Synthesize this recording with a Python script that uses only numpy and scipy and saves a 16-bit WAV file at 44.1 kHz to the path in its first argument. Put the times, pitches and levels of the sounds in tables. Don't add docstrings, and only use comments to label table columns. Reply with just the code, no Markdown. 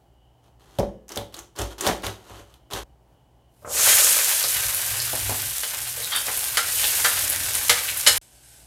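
import sys
import numpy as np
from scipy import signal
from scipy.fft import rfft, irfft
from scipy.io import wavfile

SR = 44100
rng = np.random.default_rng(int(sys.argv[2]) if len(sys.argv) > 2 else 0)


def write(x):
    x = np.atleast_2d(x).T
    wavfile.write(sys.argv[1], SR, np.round(np.clip(x, -1, 1) * 32767).astype(np.int16))


N = 381906
TIME = np.arange(N) / SR
RING_TIME = TIME[:SR * 3 // 4]
CHOP_END_S, FRY_END_S, SIMMER_START_S = 2.835, 8.1805, 8.214


def amp(db):
    return 10 ** (np.asarray(db) / 20)

def unit_rms(x):
    return x / np.sqrt(np.mean(x ** 2) + 1e-20)

def burst(x):
    return x / np.sqrt(np.sum(x ** 2) / (SR / 100) + 1e-20)

def at_frequency(points, hz):
    f, value = np.transpose(points)
    return np.interp(np.log(hz + 1), np.log(f + 1), value)

def envelope(points):
    t, db = np.transpose(points)
    return amp(np.interp(TIME, t, db, left=-np.inf))

def add(mix, start, sound):
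    part = mix[round(start * SR):][:len(sound)]
    part += sound[:len(part)]

def swell(start, length, db):
    out = np.zeros(N)
    add(out, start, amp(db) * signal.windows.tukey(round(length * SR), .5))
    return out

def colour(x, spectrum):
    size = 4096
    log_gain = np.log(amp(at_frequency(spectrum, abs(np.fft.fftfreq(size, 1 / SR)))))
    response = np.exp(np.conj(signal.hilbert(log_gain)))
    taps = np.fft.ifft(response).real[:size // 2]
    return signal.oaconvolve(x, taps)[:len(x)]

def soften(x, hz, order=2):
    return signal.lfilter(*signal.butter(order, hz, fs=SR), x)

def resonate(x, hz, q):
    return signal.lfilter(*signal.iirpeak(hz, max(q, 1), fs=SR), x)

def decay(t60):
    return np.exp(-np.log(1000) * RING_TIME / t60)

def dense_modes(t60):
    spectrum = rfft(rng.standard_normal(len(RING_TIME)) * decay(t60))
    return irfft(spectrum / abs(spectrum), len(RING_TIME)) * (RING_TIME < RING_TIME[-1] / 2)

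def ring(modes, scatter_db):
    out = 0
    for hz, db, t60 in modes:
        weight = amp(db + scatter_db * rng.standard_normal()) * rng.choice([-1, 1])
        out += weight * decay(t60) * np.sin(2 * np.pi * hz * RING_TIME)
    return burst(out)

def clicks(per_s, spread_db, largest=7.2, size=N):
    height = amp(spread_db * np.minimum(rng.exponential(1, size), largest))
    return height * rng.choice([-1, 1], size) * (rng.random(size) < per_s / SR)

def drift(bandwidth_hz):
    lowpass = np.exp(-(np.fft.rfftfreq(N, 1 / SR) / bandwidth_hz) ** 2)
    return unit_rms(irfft(rfft(rng.standard_normal(N)) * lowpass, N))


# f/Hz, T60/s
ROOM_T60 = [(100, 0.47), (300, 0.57), (700, 0.35), (1800, 0.32), (5000, 0.31), (14000, 0.27)]
def kitchen(x, wet_db):
    size = len(RING_TIME)
    reflections = rng.choice([-1., 1.], size) * (rng.random(size) < 5000 / SR) * (RING_TIME > .005)
    hz, t, spectra = signal.stft(reflections, SR, nperseg=256)
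    absorption = np.exp(-np.log(1000) * t / at_frequency(ROOM_T60, hz)[:, None])
    tail = signal.istft(spectra * absorption, SR)[1]
    tail = signal.lfilter(*signal.butter(2, 140, "high", fs=SR), tail / np.linalg.norm(tail))
    return (x + amp(wet_db) * signal.oaconvolve(x, tail)[:N]) / np.hypot(1, amp(wet_db))

# f/Hz, level/dB
FAN_SPECTRUM = [(25, -27.5), (45, -10), (64, -8), (86, -24), (123, -13), (200, -25.5), (330, -23),
                (450, -27), (800, -23), (1200, -37), (2200, -43.5), (3500, -46.5), (15700, -52)]
HUM_PARTIALS = [(59.2, -64.5), (118.4, -67)]
WHINE_SPECTRUM = [(2300, -36), (2750, -9), (2960, 6), (3130, -2), (3300, -7), (4200, -37)]
def appliance():
    fan = amp(-59.5) * unit_rms(colour(rng.standard_normal(N), FAN_SPECTRUM)) * amp(0.99 * drift(5))
    hum = sum(amp(db + 1.3 * drift(4)) * np.sqrt(2) * np.sin(2 * np.pi * hz * TIME + 0.31 * drift(3))
              for hz, db in HUM_PARTIALS)
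    whine = amp(-79 + 4 * drift(4)) * unit_rms(colour(rng.standard_normal(N), WHINE_SPECTRUM))
    return fan + hum + whine

# f/Hz, level/dB
RUMBLE_SPECTRUM = [(25, -11), (42, 2), (60, 4), (110, 4), (170, -15), (300, -8), (700, -30.5)]
# t/s, level/dB
RUMBLE_LEVELS = [(3.62, -53), (3.9, -44), (4.15, -61.5), (5.3, -44.5), (5.6, -56), (6.3, -51), (7.35, -43),
                 (8.0, -52)]
# t/s, duration/s, level/dB
DRONE_SWELLS = [(4.38, 0.33, -51.5), (4.78, 0.84, -45.5), (5.716, 0.39, -51.5)]
def stove_rumble():
    rumble = envelope(RUMBLE_LEVELS) * unit_rms(colour(rng.standard_normal(N), RUMBLE_SPECTRUM))
    drone = np.sqrt(2) * np.sin(2 * np.pi * 120 * TIME + 0.75 * drift(7.4))
    return rumble + drone * sum(swell(*row) for row in DRONE_SWELLS)

# t/s, relative level/dB
SIMMER_LEVELS = [(8.214, -52.5), (8.33, -56), (8.5, -51), (8.66, -53)]
# f/Hz, level/dB
SIMMER_SPECTRUM = [(590, -41), (1000, -23), (1410, -11), (1550, -3), (1760, -12), (2630, -10),
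                   (5760, -10.5), (8530, -5.5), (14000, -12.5), (15700, -36)]
def simmer():
    bubbles = sizzle(SIMMER_SPECTRUM, per_s=5000, spread_db=3.5, flurry_db=3, wet_db=2)
    return amp(-1.1) * envelope(SIMMER_LEVELS) * bubbles

# f/Hz, level/dB, T60/s
BOARD_MODES = [(194, -4, .17), (227, -10, .15), (338, -10, .15), (437, -3, .15), (517, -2, .14),
               (571, -1.5, .14), (632, -4, .14), (770, -2, .08), (960, -7, .1), (1061, -9, .1)]
COUNTER_MODES = [(56.1, -2.5, 0.37), (101.6, -3.5, 0.43)]
# f/Hz, level/dB
THUD_SPECTRUM = [(50, 4), (150, -2.5), (300, -2.5), (540, -1.5), (800, 3), (1200, -5), (2500, 7),
                 (6000, -48.5)]
def knocks(blows, ring_db, thud_t60):
    out = np.zeros(N)
    for t, db, corner_hz, counter_db in blows:
        thud = burst(colour(dense_modes(thud_t60), THUD_SPECTRUM))
        board = thud + amp(ring_db) * ring(BOARD_MODES, scatter_db=1.6)
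        board = burst(soften(board, corner_hz, order=3))
        counter = amp(counter_db) * ring(COUNTER_MODES, scatter_db=0.85)
        add(out, t, amp(db) * burst(board + counter))
    return out

# t/s, level/dB, corner f/Hz, counter re board/dB
BUMP_BLOWS = [(4.56, -33.5, 118.4, 4), (4.65, -31, 120, 7), (4.89, -31, 120, 16.5),
              (5.1303, -27, 900, -4.5), (5.2, -29, 100, 11), (5.25, -24, 100, 10.5),
              (5.2939, -23.5, 1220, -18.5), (7.38, -35, 150, -10), (7.7, -34.5, 120, 0.5),
              (8.1, -32, 119, 4.5)]
def bumps():
    return kitchen(knocks(BUMP_BLOWS, ring_db=-15.5, thud_t60=0.079), wet_db=-2)

def snaps(events, crack_db):
    out = np.zeros(N)
    for t, db, hz in events:
        crack = dense_modes(t60=0.026)
        resonance = resonate(resonate(crack, hz, q=2.3), hz, q=2.4)
        add(out, t, amp(db) * burst(burst(resonance) + amp(crack_db) * burst(soften(crack, 13000))))
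    return out

# t/s, duration/s, level/dB
BLADE_BRUSHES = [(0.423, 0.084, -64.5), (1.698, .045, -45), (2.463, 0.13, -60.5)]
# f/Hz, level/dB
CRUNCH_SPECTRUM = [(150, -15), (250, -3.5), (350, 5), (520, -3), (1100, -2), (1500, -5.5), (2340, -14),
                   (3000, -7.5), (4900, -15), (6600, -14.5), (13900, -19.5), (15700, -41.5)]
POD_RESONANCES = [(3200, -16), (4200, -18), (6300, -15)]
# tip lands t/s, push before it/s, heel lag/s, crunch level/dB, its rise in the push/dB,
# knock level/dB, corner f/Hz, counter re board/dB
STROKES = [(0.786, .19, 0.011, -55, 5.5, -15.5, 650, -5),
           (1.167, 0.066, .011, -43.5, -2.5, -27.5, 1050, -7.5),
           (1.378, 0.055, 0.0087, -43, 10.5, -46.5, 1200, 4.5), (1.592, 0.038, .023, -31, 22, -24, 780, 5),
           (1.866, 0.085, 0.021, -24.5, 17, -16.5, 1250, -8),
           (2.036, 0.0093, .031, -30.5, 26, -27.5, 1750, 0), (2.304, 0.19, 0.091, -47, 23, -38, 1200, 1.5),
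           (2.733, 0.03, .039, -31.5, 12.5, -30, 1150, 9)]
def crunch(fade_db_per_s=252.5):
    force = sum(swell(*row) for row in BLADE_BRUSHES)
    for t, push, heel_lag, db, rise_db, *_ in STROKES:
        push_left = np.clip((t - TIME) / push, 0, 1)
        since_heel = np.maximum(TIME - t - heel_lag, 0)
        force += amp(db - rise_db * push_left - fade_db_per_s * since_heel) * (TIME > t - push)
    cells = amp(-0.16) * unit_rms(colour(clicks(per_s=2500, spread_db=1.9), CRUNCH_SPECTRUM))
    skins = sum(amp(db) * unit_rms(resonate(clicks(per_s=90, spread_db=2.7, largest=3), hz, q=7.8))
                for hz, db in POD_RESONANCES)
    return force * (cells + skins)

def cleaver_knocks(heel_db=-1, rebound_s=.043, rebound_db=-7):
    blows = [(t + lag, db + softer_db, corner_hz, counter_db)
             for t, _, heel_lag, _, _, db, corner_hz, counter_db in STROKES
             for lag, softer_db in ((0, 0), (heel_lag, heel_db), (rebound_s, rebound_db))]
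    return knocks(blows, ring_db=-7, thud_t60=0.1)

# t/s, level/dB, f/Hz
CHOP_SNAPS = [(0.7865, -34, 3400), (0.796, -36, 5330), (1.082, -49, 6200), (1.0918, -40.5, 5950),
              (1.119, -38, 5560), (1.159, -34.5, 5900), (1.1735, -27.5, 3460), (1.342, -37, 3900),
              (1.3664, -44, 6800), (1.390, -37.5, 6300), (1.5624, -45, 4500), (1.5879, -32, 6600),
              (1.616, -32.5, 6000), (1.7834, -43, 5500), (1.809, -25.5, 6600), (1.8658, -21.5, 3600),
              (1.874, -24, 5600), (1.889, -33, 2960), (2.0224, -45.5, 4000), (2.066, -29, 3600),
              (2.5402, -53, 3230), (2.7103, -43, 3500), (2.7338, -30, 3600)]
def chopping():
    cutting = snaps(CHOP_SNAPS, crack_db=1.5) + crunch()
    return kitchen(cutting, wet_db=-7.5) + kitchen(cleaver_knocks(), wet_db=-8.5)

# f/Hz, level/dB
SQUEAL_PARTIALS = [(3225, -3), (3418, -5.5), (3618, -5), (4490, -8)]
def squeal():
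    slips = clicks(per_s=2500, spread_db=1.6)
    partials = sum(amp(db) * unit_rms(resonate(slips, hz, q=36)) for hz, db in SQUEAL_PARTIALS)
    return kitchen(unit_rms(partials) * swell(start=6.107, length=0.093, db=-26), wet_db=-3.5)

# t/s, duration/s, level/dB, chatter f/Hz, Q
SPATULA_SLIDES = [(5.958, 0.075, -43.5, 507, 3.6), (6.024, 0.037, -32, 4000, 7),
                  (6.107, 0.085, -30, 1500, 0.9), (6.568, .035, -24.5, 1440, 2.3),
                  (6.751, 0.12, -35.5, 2840, 1.8), (7.043, .035, -20.5, 1424, 1.71),
                  (7.761, 0.039, -29, 2080, 0.74), (7.879, 0.026, -26, 2520, 1.4)]
def scrapes():
    out = np.zeros(N)
    for t, length, db, hz, q in SPATULA_SLIDES:
        size = round(length * SR)
        slips = clicks(per_s=2500, spread_db=1.9, size=SR)
        chatter = resonate(resonate(slips, hz, q), hz, q)[size:2 * size]
        add(out, t, amp(db) * unit_rms(chatter) * signal.windows.tukey(size, .5))
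    return out

# f/Hz, level/dB, T60/s
BOWL_MODES = [(488, -6, 0.11), (587, -7.5, 0.1), (1200, -7.5, 0.084), (1265, -4.5, 0.22),
              (1280, -2.5, 0.06), (1550, -3.5, 0.1), (1934, -6.5, 0.11), (2111, -3, 0.19),
              (3160, 2.5, 0.097), (4580, -3.5, .15), (4735, -7, 0.13), (5910, -2, 0.18), (10630, 3.5, 0.2)]
BLADE_MODES = [(2990, 6.5, 0.086), (3860, -0.5, 0.12), (3989, -0.5, 0.17), (4210, -9.5, .17),
               (4230, -1.5, 0.077), (4610, -6, .18), (5170, 0.5, 0.13), (5370, -2.5, 0.12),
               (5790, -10.5, .12), (6260, -5, .13), (6940, 2.5, 0.11), (7260, -10, 0.16), (7700, -10.5, .2),
               (8420, -5, 0.14), (8100, -9, 0.15), (8700, -7, .15), (10450, -10, .16), (10628, 2, 0.12),
               (11300, 0.5, 0.091), (11800, -6.5, 0.15)]
# f/Hz, level/dB
CLASH_SPECTRUM = [(60, -20), (250, -14), (480, -6), (750, -1), (1350, 0), (2000, 6), (2600, -2.5),
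                  (3300, 3.5), (6000, -1), (11000, 0), (15500, -3.5)]
# t/s, level/dB, corner f/Hz, blade re clash/dB, bowl re clash/dB
SPATULA_BLOWS = [(4.5612, -26.5, 4000, -5.5, -18), (5.633, -25, 5000, -4, -9),
                 (5.7359, -31.5, 3020, -6, -18), (6.2821, -25, 1418, -3.5, -14),
                 (6.571, -13.5, 12100, -6, -6), (7.0459, -14, 9830, -15.5, -2),
                 (7.1735, -28.5, 2470, -2, -11.5), (7.5467, -27, 4000, -3.5, -14),
                 (7.6952, -7.5, 11060, -8, -4), (8.065, -10, 7000, 0, -8), (8.072, -6, 11000, 1, -9)]
def clangs():
    out = np.zeros(N)
    for t, db, corner_hz, blade_db, bowl_db in SPATULA_BLOWS:
        clash = burst(colour(dense_modes(t60=0.086), CLASH_SPECTRUM))
        bowl = amp(bowl_db) * ring(BOWL_MODES, scatter_db=0.42)
        blade = amp(blade_db) * ring(BLADE_MODES, scatter_db=0.91)
        add(out, t, amp(db) * burst(soften(clash + bowl + blade, corner_hz)))
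    return out

# f/Hz, level/dB
FLOOR_SPECTRUM = [(120, -17), (300, -9), (580, 5), (850, -3), (1200, 5), (1500, -1), (2500, 9), (8000, -6)]
# t/s, level/dB, corner f/Hz
SHALLOT_FALLS = [(3.622, -48, 900), (3.647, -33, 1190), (3.675, -33, 1092), (3.705, -33.5, 1084),
                 (3.75, -33.5, 900), (3.7913, -27, 1625), (3.84, -40, 906), (3.867, -27, 2500),
                 (3.903, -28, 1390), (4.02, -30, 1500), (4.16, -31, 1600), (4.4374, -30.5, 1400)]
def tumbling():
    out = np.zeros(N)
    for t, db, corner_hz in SHALLOT_FALLS:
        floor = burst(colour(dense_modes(t60=0.12), FLOOR_SPECTRUM))
        bowl = amp(-2) * ring(BOWL_MODES, scatter_db=2)
        add(out, t, amp(db) * burst(soften(floor + bowl, corner_hz, order=4)))
    return out

# t/s, level/dB, cavity f/Hz
WATER_POPS = [(4.0447, -14, 7740), (4.1188, -26, 8500), (4.2803, -28, 10000), (4.4388, -22, 4630),
              (4.7465, -21.5, 10870), (5.0015, -24.5, 4650), (5.155, -26, 9760), (5.91, -38, 9270),
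              (6.1617, -19.5, 9900), (6.3736, -20.5, 10640), (6.8425, -21.5, 3430), (7.2985, -18.5, 10400),
              (7.5514, -19.5, 9200), (7.972, -24, 11000)]
def pops():
    return kitchen(snaps(WATER_POPS, crack_db=-12), wet_db=-1)

def sizzle(spectrum, per_s, spread_db, flurry_db, wet_db):
    pitches = np.linspace(600, 15500, 14)
    bubbles = sum(resonate(clicks(per_s / len(pitches), spread_db, largest=2.26), hz, q=hz / 3000)
                  for hz in pitches)
    spits = clicks(per_s=600, spread_db=3.6, largest=3.7)
    flurries = amp(flurry_db * np.tanh(drift(55)))
    crackle = (unit_rms(bubbles) + amp(-10) * unit_rms(spits)) * flurries
    return unit_rms(kitchen(colour(crackle, spectrum), wet_db))

# t/s, peak level/dB
OIL_CONTACTS = [(3.48, -60.5), (3.689, -16), (5.15, -35), (6.08, -29.5), (6.24, -30.5), (6.62, -22),
                (6.84, -27), (7.36, -29), (7.98, -27)]
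def boiling(lag_s=0, rise_s=0.21, halving_s=0.37):
    power = np.zeros(N)
    for t, db in OIL_CONTACTS:
        age = TIME - t - lag_s
        flare = amp(db) * np.clip(age / rise_s, 0, 1)
        drying = 1 + np.maximum(age - rise_s, 0) / halving_s
        power += (flare / drying) ** 2
    return np.sqrt(power)

# f/Hz, level/dB
FIZZ_SPECTRUM = [(1500, -18.5), (3000, -6.5), (5000, -7.5), (7500, -4), (10500, -1.5), (13500, -2.5),
                 (15000, -10), (16000, -37)]
BUBBLING_SPECTRUM = [(120, -14), (300, -21.5), (520, -2.5), (900, -2), (1350, -2), (1550, 2.5), (1800, 0.5),
                     (2600, -1.5), (4500, -6.5), (7500, -11), (12000, -14)]
def steam_rush(start_s=3.637, rise_s=0.16, hold_s=0.21, db=-21.5, fade_db_per_s=32):
    age = TIME - start_s
    rise = np.clip(age / rise_s, 0, 1) ** 2
    fade = amp(db - fade_db_per_s * np.maximum(age - rise_s - hold_s, 0))
    hiss = resonate(rng.standard_normal(N), hz=6730, q=3.3)
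    return rise * fade * unit_rms(colour(hiss, FIZZ_SPECTRUM))

def frying():
    boil = boiling()
    fizz = boil * sizzle(FIZZ_SPECTRUM, per_s=7000, spread_db=2.5, flurry_db=2.5, wet_db=-5.5)
    bubbling = sizzle(BUBBLING_SPECTRUM, per_s=9000, spread_db=5, flurry_db=5, wet_db=-3)
    bubbling *= amp(-6.5) * boiling(lag_s=0.0095)
    rush = steam_rush()
    droplets = resonate(clicks(per_s=70, spread_db=3.5, largest=3), hz=8000, q=1.1) * (TIME > 3.8)
    spits = amp(-25) * unit_rms(droplets) * np.sqrt(boil)
    return fizz + bubbling + rush + spits


def scene():
    board = chopping() * (TIME < CHOP_END_S)
    stove = frying() + kitchen(tumbling() + clangs() + scrapes(), wet_db=-4) + squeal() + bumps()
    simmering = simmer()
    stove = (stove + pops() + stove_rumble()) * (TIME < FRY_END_S)
    sounding = (TIME < FRY_END_S) | (TIME > SIMMER_START_S)
    return ((board + stove + simmering + appliance()) * sounding)[None]

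def record(dry):
    highpassed = signal.lfilter(*signal.butter(5, 38, "high", fs=SR), dry)
    lowpass = signal.firwin(511, 15900, window=("kaiser", 9), fs=SR)
    return signal.oaconvolve(np.clip(highpassed, -1, 1), lowpass[None], "same")


dry = scene()
out = record(dry)
write(out)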